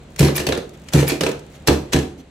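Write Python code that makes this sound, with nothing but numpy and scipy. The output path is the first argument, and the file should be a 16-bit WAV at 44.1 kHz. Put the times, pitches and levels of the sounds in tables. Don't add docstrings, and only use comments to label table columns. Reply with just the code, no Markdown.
import sys
import numpy as np
from scipy import signal
from scipy.fft import rfft, irfft
from scipy.io import wavfile
from scipy.ndimage import uniform_filter1d

SR = 44100
rng = np.random.default_rng(int(sys.argv[2]) if len(sys.argv) > 2 else 0)


def to_wav(s):
    ch = np.atleast_2d(s).T
    pcm = np.round(np.clip(ch, -1, 1) * 32767)
    wavfile.write(sys.argv[1], SR, pcm.astype(np.int16))


N = 101429
T = np.arange(SR // 2) / SR


def amp(db):
    return 10 ** (np.asarray(db) / 20)


def unit(x):
    return x / np.sqrt(np.mean(x ** 2) + 1e-20)


def read(points, hz):
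    f, value = np.transpose(points)
    return np.interp(np.log(hz + 1), np.log(f), value)


def add(mix, s, sound):
    part = mix[:, round(s * SR):][:, :sound.shape[-1]]
    part += sound[..., :part.shape[1]]


# (frequency [Hz], coherence [0-1])
COHERENCE = [(120, .99), (300, 1), (600, 0.6), (1500, 0.33), (5000, 0.26), (12000, 0.96)]

def noise(colour, size=len(T)):
    hz = np.fft.rfftfreq(size, 1 / SR)
    mid, side = np.exp(2j * np.pi * rng.random((2, len(hz))))
    coherence = np.clip(read(COHERENCE, hz), 0, 1)
    mid, side = mid * np.sqrt(1 + coherence), side * np.sqrt(1 - coherence)
    return unit(irfft(np.array([mid + side, mid - side]) * amp(colour(hz)), size))


# (frequency [Hz], level [dB])
AIR_SPECTRUM = [(25, -29), (45, -3), (80, -7), (200, -5), (330, -11.5), (550, -13), (1000, -23),
                (2400, -26), (4200, -29.5), (5200, -37.5), (7500, -34.5), (16000, -59)]
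# (frequency [Hz], level [dB])
HUM_PARTIALS = [(70, -47.5), (146, -49)]
# (time [s], gain [dB])
BACKGROUND_ENVELOPE = [(0, 0.5), (1.63, 1), (2.05, 4), (2.22, -3.5)]

def workshop(air_db=-44.5):
    t = np.arange(N) / SR
    waver = lambda: unit(sum(np.sin(2 * np.pi * (f * t + rng.random())) for f in np.geomspace(1, 9, 10)))
    hum = sum(amp(db) * (1 + 0.18 * waver()) * np.sin(2 * np.pi * hz * t + 0.9 * waver())
              for hz, db in HUM_PARTIALS)
    air = amp(air_db) * noise(lambda hz: read(AIR_SPECTRUM, hz), N)
    return (air + hum) * amp(np.interp(t, *np.transpose(BACKGROUND_ENVELOPE)))


CONTACT_RISE_S = 0.0014
# (time [s], level [dB])
LIGHT_TICKS = [(0.161, -32), (.550, -30), (0.692, -43), (0.886, -30.5), (1.314, -29), (1.392, -40)]
# (start [s], end [s], tick level [dB])
LINKAGE_CREEPS = [(0.027, 0.156, -54.5), (0.724, 0.922, -52.5), (1.416, 1.649, -53.5)]
# (frequency [Hz], level [dB])
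TICK_SPECTRUM = [(200, -30), (1500, 10), (4500, 3), (7000, 5), (9500, -6.5), (16000, -14)]

def light_ticks(decay_s=0.0036, creep_ticks_per_s=45, full_db=-27):
    out = np.zeros((2, N))
    click = (1 - np.exp(-T / CONTACT_RISE_S)) * np.exp(-T / decay_s)
    fine = [(s, db + 2 * rng.standard_normal()) for start, end, db in LINKAGE_CREEPS
            for s in rng.uniform(start, end, round((end - start) * creep_ticks_per_s))]
    for s, db in LIGHT_TICKS + fine:
        tilt_db = 0.5 * (full_db - db)
        burst = noise(lambda hz: read(TICK_SPECTRUM, hz) + tilt_db * np.log2(hz / 3500 + 1))
        add(out, s, 2 * amp(db) * click * burst)
    return out


def shell(spectrum, tilt_db, peak_hz=4200, peak_width_hz=250, peak_db=3):
    grid_hz = np.arange(0, SR / 2, 260)
    ripple_db = 3.2 * rng.standard_normal(len(grid_hz))

    def colour(hz):
        slope = tilt_db * np.log2(np.maximum(hz, 500) / 3500)
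        peak = peak_db / (1 + (2 * (hz - peak_hz) / peak_width_hz) ** 2)
        return read(spectrum, hz) + slope + np.interp(hz, grid_hz, ripple_db) + peak
    return noise(colour)


def resonance(centre_hz, half_width_hz):
    return noise(lambda hz: -20 * np.log10(1 + ((hz - centre_hz) / half_width_hz) ** 2))


# (start [s], duration [s], level [dB], tilt [dB/octave], gearbox ring [dB])
GEAR_RUNS = [(0.174, 0.091, -25.5, -2, -39), (0.339, 0.045, -27, 0, -31),
             (0.916, 0.095, -25.5, -1.5, -35.5), (1.058, 0.045, -25, -1.5, -28)]
# (frequency [Hz], level [dB])
GEAR_SPECTRUM = [(100, -30), (500, 0), (1200, -1), (2500, 2.5), (4500, -1), (6500, 3), (9500, -4),
                 (12000, -0.5), (16000, -14)]

def lift_gears(teeth_per_s=660, rise_s=0.02, stop_s=0.029):
    out = np.zeros((2, N))
    for s, length, db, tilt_db, ring_db in GEAR_RUNS:
        impacts = rng.random(len(T)) < teeth_per_s / SR
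        teeth = signal.lfilter([1], [1, -np.exp(-2 * teeth_per_s / SR)], impacts)
        envelope = np.minimum(T / rise_s, 1) ** 2 * np.exp(-np.maximum(T - length, 0) / stop_s)
        ring = amp(ring_db) * np.minimum(2 * T / length, 1) * resonance(2380, half_width_hz=110)
        rasp = amp(db) * shell(GEAR_SPECTRUM, tilt_db)
        add(out, s, envelope * unit(1 + teeth) * (rasp + ring))
    return out


def focus(hz, centre_hz, peak_db=8, width_octaves=0.39):
    return peak_db * np.exp(-(np.log2((hz + 1) / centre_hz) / width_octaves) ** 2)


# (frequency [Hz], level [dB])
WOOD_SPECTRUM = [(25, -39), (60, -21), (100, -6.5), (200, -8), (330, -3), (500, -9.5), (750, -17.5),
                 (1100, -38), (3000, -75)]

def wood(centre_hz):
    return noise(lambda hz: read(WOOD_SPECTRUM, hz) + focus(hz, centre_hz))


# (frequency [Hz], level [dB], T60 [s])
BENCH_MODES = [(75, 3, .27), (128, 4, 0.099), (170, -2, 0.17), (207.4, 7, 0.21), (285.2, -1, 0.29),
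               (316.2, -1.5, 0.26), (359.3, 3.5, 0.51), (399.5, 0, 0.1), (465.5, 4.5, 0.083),
               (510.4, 1.5, 0.12), (538.8, 3, 0.11), (592, -3.5, 0.21), (756, 1, 0.16)]

def bench(weights):
    hz, db, t60 = np.transpose(BENCH_MODES)[:, :, None]
    return -(weights[:, None] * amp(db - 60 * T / t60) * np.sin(2 * np.pi * hz * T)).sum(0)


# (frequency [Hz], level [dB], T60 [s])
CHASSIS_MODES = [(1717, 4, 0.027), (2637, -8.5, 0.087), (3694, -24.5, 0.027), (4053, 4.5, 0.054),
                 (4396, 2.5, 0.033), (5250, -6, 0.054), (6330, 6.5, 0.014)]

def chassis(tilt_db, detune=0.037, scatter_db=5):
    hz, db, t60 = np.transpose(CHASSIS_MODES)[:, :, None]
    hz = hz * (1 + detune * rng.uniform(-0.925, 1, hz.shape))
    db = db + tilt_db * np.log2(hz / 3500) + scatter_db * rng.standard_normal(hz.shape)
    phase = 2 * np.pi * rng.random(hz.shape) + 0.5 * rng.standard_normal((2,) + hz.shape)
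    return (amp(db - 60 * T / t60) * np.sin(2 * np.pi * hz * T + phase)).sum(1)


# (time [s], clack level [dB], tilt [dB/octave], knock level [dB], knock centre [Hz])
HARD_CONTACTS = [(.192, -18.5, 3.5, -22.5, 495), (0.206, -23.5, -0.5, -13.5, 396),
                 (.228, -24, -1, -17, 420), (.247, -23, 0.5, -15.5, 368), (.270, -27.5, -4, -31, 303),
                 (.283, -23, -5, -18, 460), (.303, -34.5, 0, -25.5, 380), (.379, -22.5, -1, -31, 480),
                 (.400, -25, 0, -18, 355), (.467, -18.5, 1, -19, 565), (.488, -22.5, -1, -17, 517),
                 (.522, -18, -3, -20.5, 416), (.574, -30.5, 1, -25, 510), (.934, -19.5, 2.5, -21, 650),
                 (.950, -35, -5, -15, 456), (.988, -22, -3.5, -17.5, 330), (1.026, -27.5, -3, -20, 468),
                 (1.098, -21.5, 1, -29.5, 380), (1.118, -26, 0.5, -15.5, 360), (1.154, -38, -2, -26, 333),
                 (1.208, -17, 0.5, -19, 600), (1.234, -20.5, -1, -19.5, 480), (1.264, -17, -3, -21, 505),
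                 (1.289, -33.5, 3, -20, 506), (1.673, -13, 3.5, -22.5, 540), (1.683, -11.5, -4, -13.5, 500),
                 (1.687, -20, -10, -10, 323), (1.729, -29.5, 4.5, -17.5, 366),
                 (1.932, -14.5, 0, -24.5, 520), (1.941, -24, -1.5, -13.5, 334),
                 (1.961, -20.5, -2, -15.5, 425), (1.987, -29, 1.5, -20.5, 426),
                 (2.028, -40.5, 1.5, -29, 350)]
# (frequency [Hz], level [dB])
CONTACT_SPECTRUM = [(100, -81), (400, 7.5), (800, 0.5), (1300, -1), (2500, 3), (5000, -2), (8000, -4.5),
                    (10000, -10.5), (13000, -10.5), (16000, -20)]

def clacks(crack_s=0.0039, rattle_s=0.041, knock_s=0.015, knock_rise_s=0.0025, highpass_hz=236):
    out = np.zeros((2, N))
    hz = np.transpose(BENCH_MODES)[0]
    clack_rise = 1 - np.exp(-T / CONTACT_RISE_S)
    knock_rise = 1 - np.exp(-T / knock_rise_s)
    shell_decay = np.exp(-T / crack_s) + amp(-15.5) * np.exp(-T / rattle_s)
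    for s, db, tilt_db, knock_db, centre_hz in HARD_CONTACTS:
        strike = unit(amp(6.5 * rng.standard_normal(len(hz)) + focus(hz, centre_hz)))
        ring = amp(-7.5) / 2 * bench(strike * hz ** 2 / (hz ** 2 + highpass_hz ** 2))
        knock = amp(4.5) * wood(centre_hz) * np.exp(-T / knock_s) + ring
        clack = 2 * shell_decay * shell(CONTACT_SPECTRUM, tilt_db) + amp(-12) * chassis(tilt_db)
        add(out, s, amp(db) * clack_rise * clack + amp(knock_db) * knock_rise * knock)
    return out


# (time [s], tyre level [dB], time to bottom out [s], thud level [dB])
TYRE_LANDINGS = [(.199, -8, 0.018, -12.5), (0.387, -39, 0.0068, -28), (.480, -18.5, 0.0048, -30),
                 (0.942, -5.5, 0.016, -14), (1.102, -35, 0.0075, -36), (1.214, -22.5, 0.0182, -30),
                 (1.680, -20.5, 0.02, -13), (1.942, -9.5, 0.00788, -15.5)]

def landings(tyre_hz=140.6, sag_hz=29.4, sag_s=0.012, rise_s=0.008, decay_s=0.0059, lowpass_hz=180):
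    out = np.zeros((2, N))
    hz = np.transpose(BENCH_MODES)[0]
    thud = bench(1 / (1 + (hz / lowpass_hz) ** 2)) * (1 - np.exp(-T / 0.0034))
    pitch = tyre_hz + sag_hz * np.exp(-T / sag_s)
    boom = np.minimum(T / rise_s, 1) * np.sin(2 * np.pi * np.cumsum(pitch) / SR)
    for s, tyre_db, squash_s, thud_db in TYRE_LANDINGS:
        after = np.maximum(T - squash_s, 0)
        contact_s = 5.8 * squash_s
        tail = amp(-12.5) * np.exp(-(after / contact_s) ** 4)
        add(out, s, -amp(tyre_db) * boom * (np.exp(-after / decay_s) + tail))
        add(out, s + squash_s, amp(thud_db) * thud)
    return out


# (time [s], level [dB])
LIFT_SQUEAKS = [(0.357, -23), (1.076, -24)]
# (starting frequency [Hz], delay [s], level [dB])
SQUEAK_PARTIALS = [(14400, 0.0009, 3.5), (10390, .003, 2.5)]

def squeaks(length_s=0.017, fall_hz_per_s=70000, wobble_hz=330):
    out = np.zeros((2, N))
    arch = np.sin(np.pi * np.minimum(T / length_s, 1))
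    for s, db in LIFT_SQUEAKS:
        for hz, delay, partial_db in SQUEAK_PARTIALS:
            wobble = unit(uniform_filter1d(rng.standard_normal((2, len(T))), size=28))
            pitch = hz - fall_hz_per_s * T + wobble_hz * wobble
            tone = np.sin(2 * np.pi * np.cumsum(pitch, axis=1) / SR)
            add(out, s + delay, amp(db + partial_db) * arch * tone)
    return out


# (time [s], duration [s], rustle level [dB], rumble level [dB])
RUSTLES_AND_BUMP = [(0.733, 0.028, -50.5, -49), (0.858, 0.06, -51, -48), (1.53, 0.046, -49.5, -62),
                    (2.175, 0.047, -51.5, -41)]

def rustles_and_bump():
    out = np.zeros((2, N))
    for s, length, rustle_db, rumble_db in RUSTLES_AND_BUMP:
        arch = np.sqrt(abs(np.sin(np.pi * np.minimum(T / length, 1))))
        rustle = shell(GEAR_SPECTRUM, tilt_db=-2.5)
        whirr = amp(-8.5) * resonance(3300, half_width_hz=360)
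        rumble = wood(centre_hz=236)
        add(out, s, arch * (amp(rustle_db) * (rustle + whirr) + amp(rumble_db) * rumble))
    return out


# (time [s], level [dB])
LEAD_IN_SWELLS = [(1.662, -29.5), (1.918, -21.5)]

def lead_in_swells(swell_s=0.011):
    out = np.zeros((2, N))
    swell = np.minimum(T / swell_s, 1) ** 2 * np.exp(-np.maximum(T / swell_s - 1, 0))
    for s, db in LEAD_IN_SWELLS:
        add(out, s, amp(db) * swell * shell(CONTACT_SPECTRUM, tilt_db=0))
    return out


# (frequency [Hz], T60 [s])
REVERB_TIMES = [(100, 0.48), (300, 0.36), (800, 0.4), (2000, 0.28), (5000, 0.32), (13000, 0.35)]
# (frequency [Hz], gain [dB])
REVERB_GAINS = [(70, -24), (150, -6), (350, -6), (1000, -3.5), (4000, -7.5), (13000, -15)]

def room(x, delay_s=0.00078, build_s=0.016):
    hz, t, bands = signal.stft(noise(np.zeros_like), SR, nperseg=512)
    decay = amp(-60 * t / read(REVERB_TIMES, hz)[:, None])
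    tail = signal.istft(bands * decay, SR, nperseg=512)[1][:, :len(T)]
    onset = np.clip((T - delay_s) / build_s, 0, 1)
    tail = unit(tail * onset) / np.sqrt(len(T))
    gain = amp(read(REVERB_GAINS, np.fft.rfftfreq(SR, 1 / SR)))
    response = irfft(rfft(tail, SR) * gain)[:, :len(T)]
    return signal.fftconvolve(x, response, axes=1)[:, :N]


# (frequency [Hz], left minus right [dB])
STEREO_BALANCE = [(130, 0.5), (270, -3), (450, -3), (740, 3), (1220, .3)]

def scene(pair_delay_s=0.000021):
    direct = clacks() + light_ticks() + landings() + lift_gears() + lead_in_swells() + rustles_and_bump()
    squeak = squeaks()
    background = workshop()
    reverberation = room(direct + amp(-8) * squeak)
    hz = np.fft.rfftfreq(N, 1 / SR)
    side = np.array([[0.5], [-0.5]])
    pair = amp(side * read(STEREO_BALANCE, hz)) * np.exp(-2j * np.pi * hz * side * pair_delay_s)
    return irfft(rfft(direct + squeak + reverberation + background) * pair, N)


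def record(dry, cutoff_hz=15900):
    limited = dry / (1 + dry ** 6) ** (1 / 6)
    lowpass = signal.firwin(511, cutoff_hz, window=("kaiser", 9), fs=SR)
    return signal.oaconvolve(limited, lowpass[None], "same")


dry = scene()
out = record(dry)
to_wav(out)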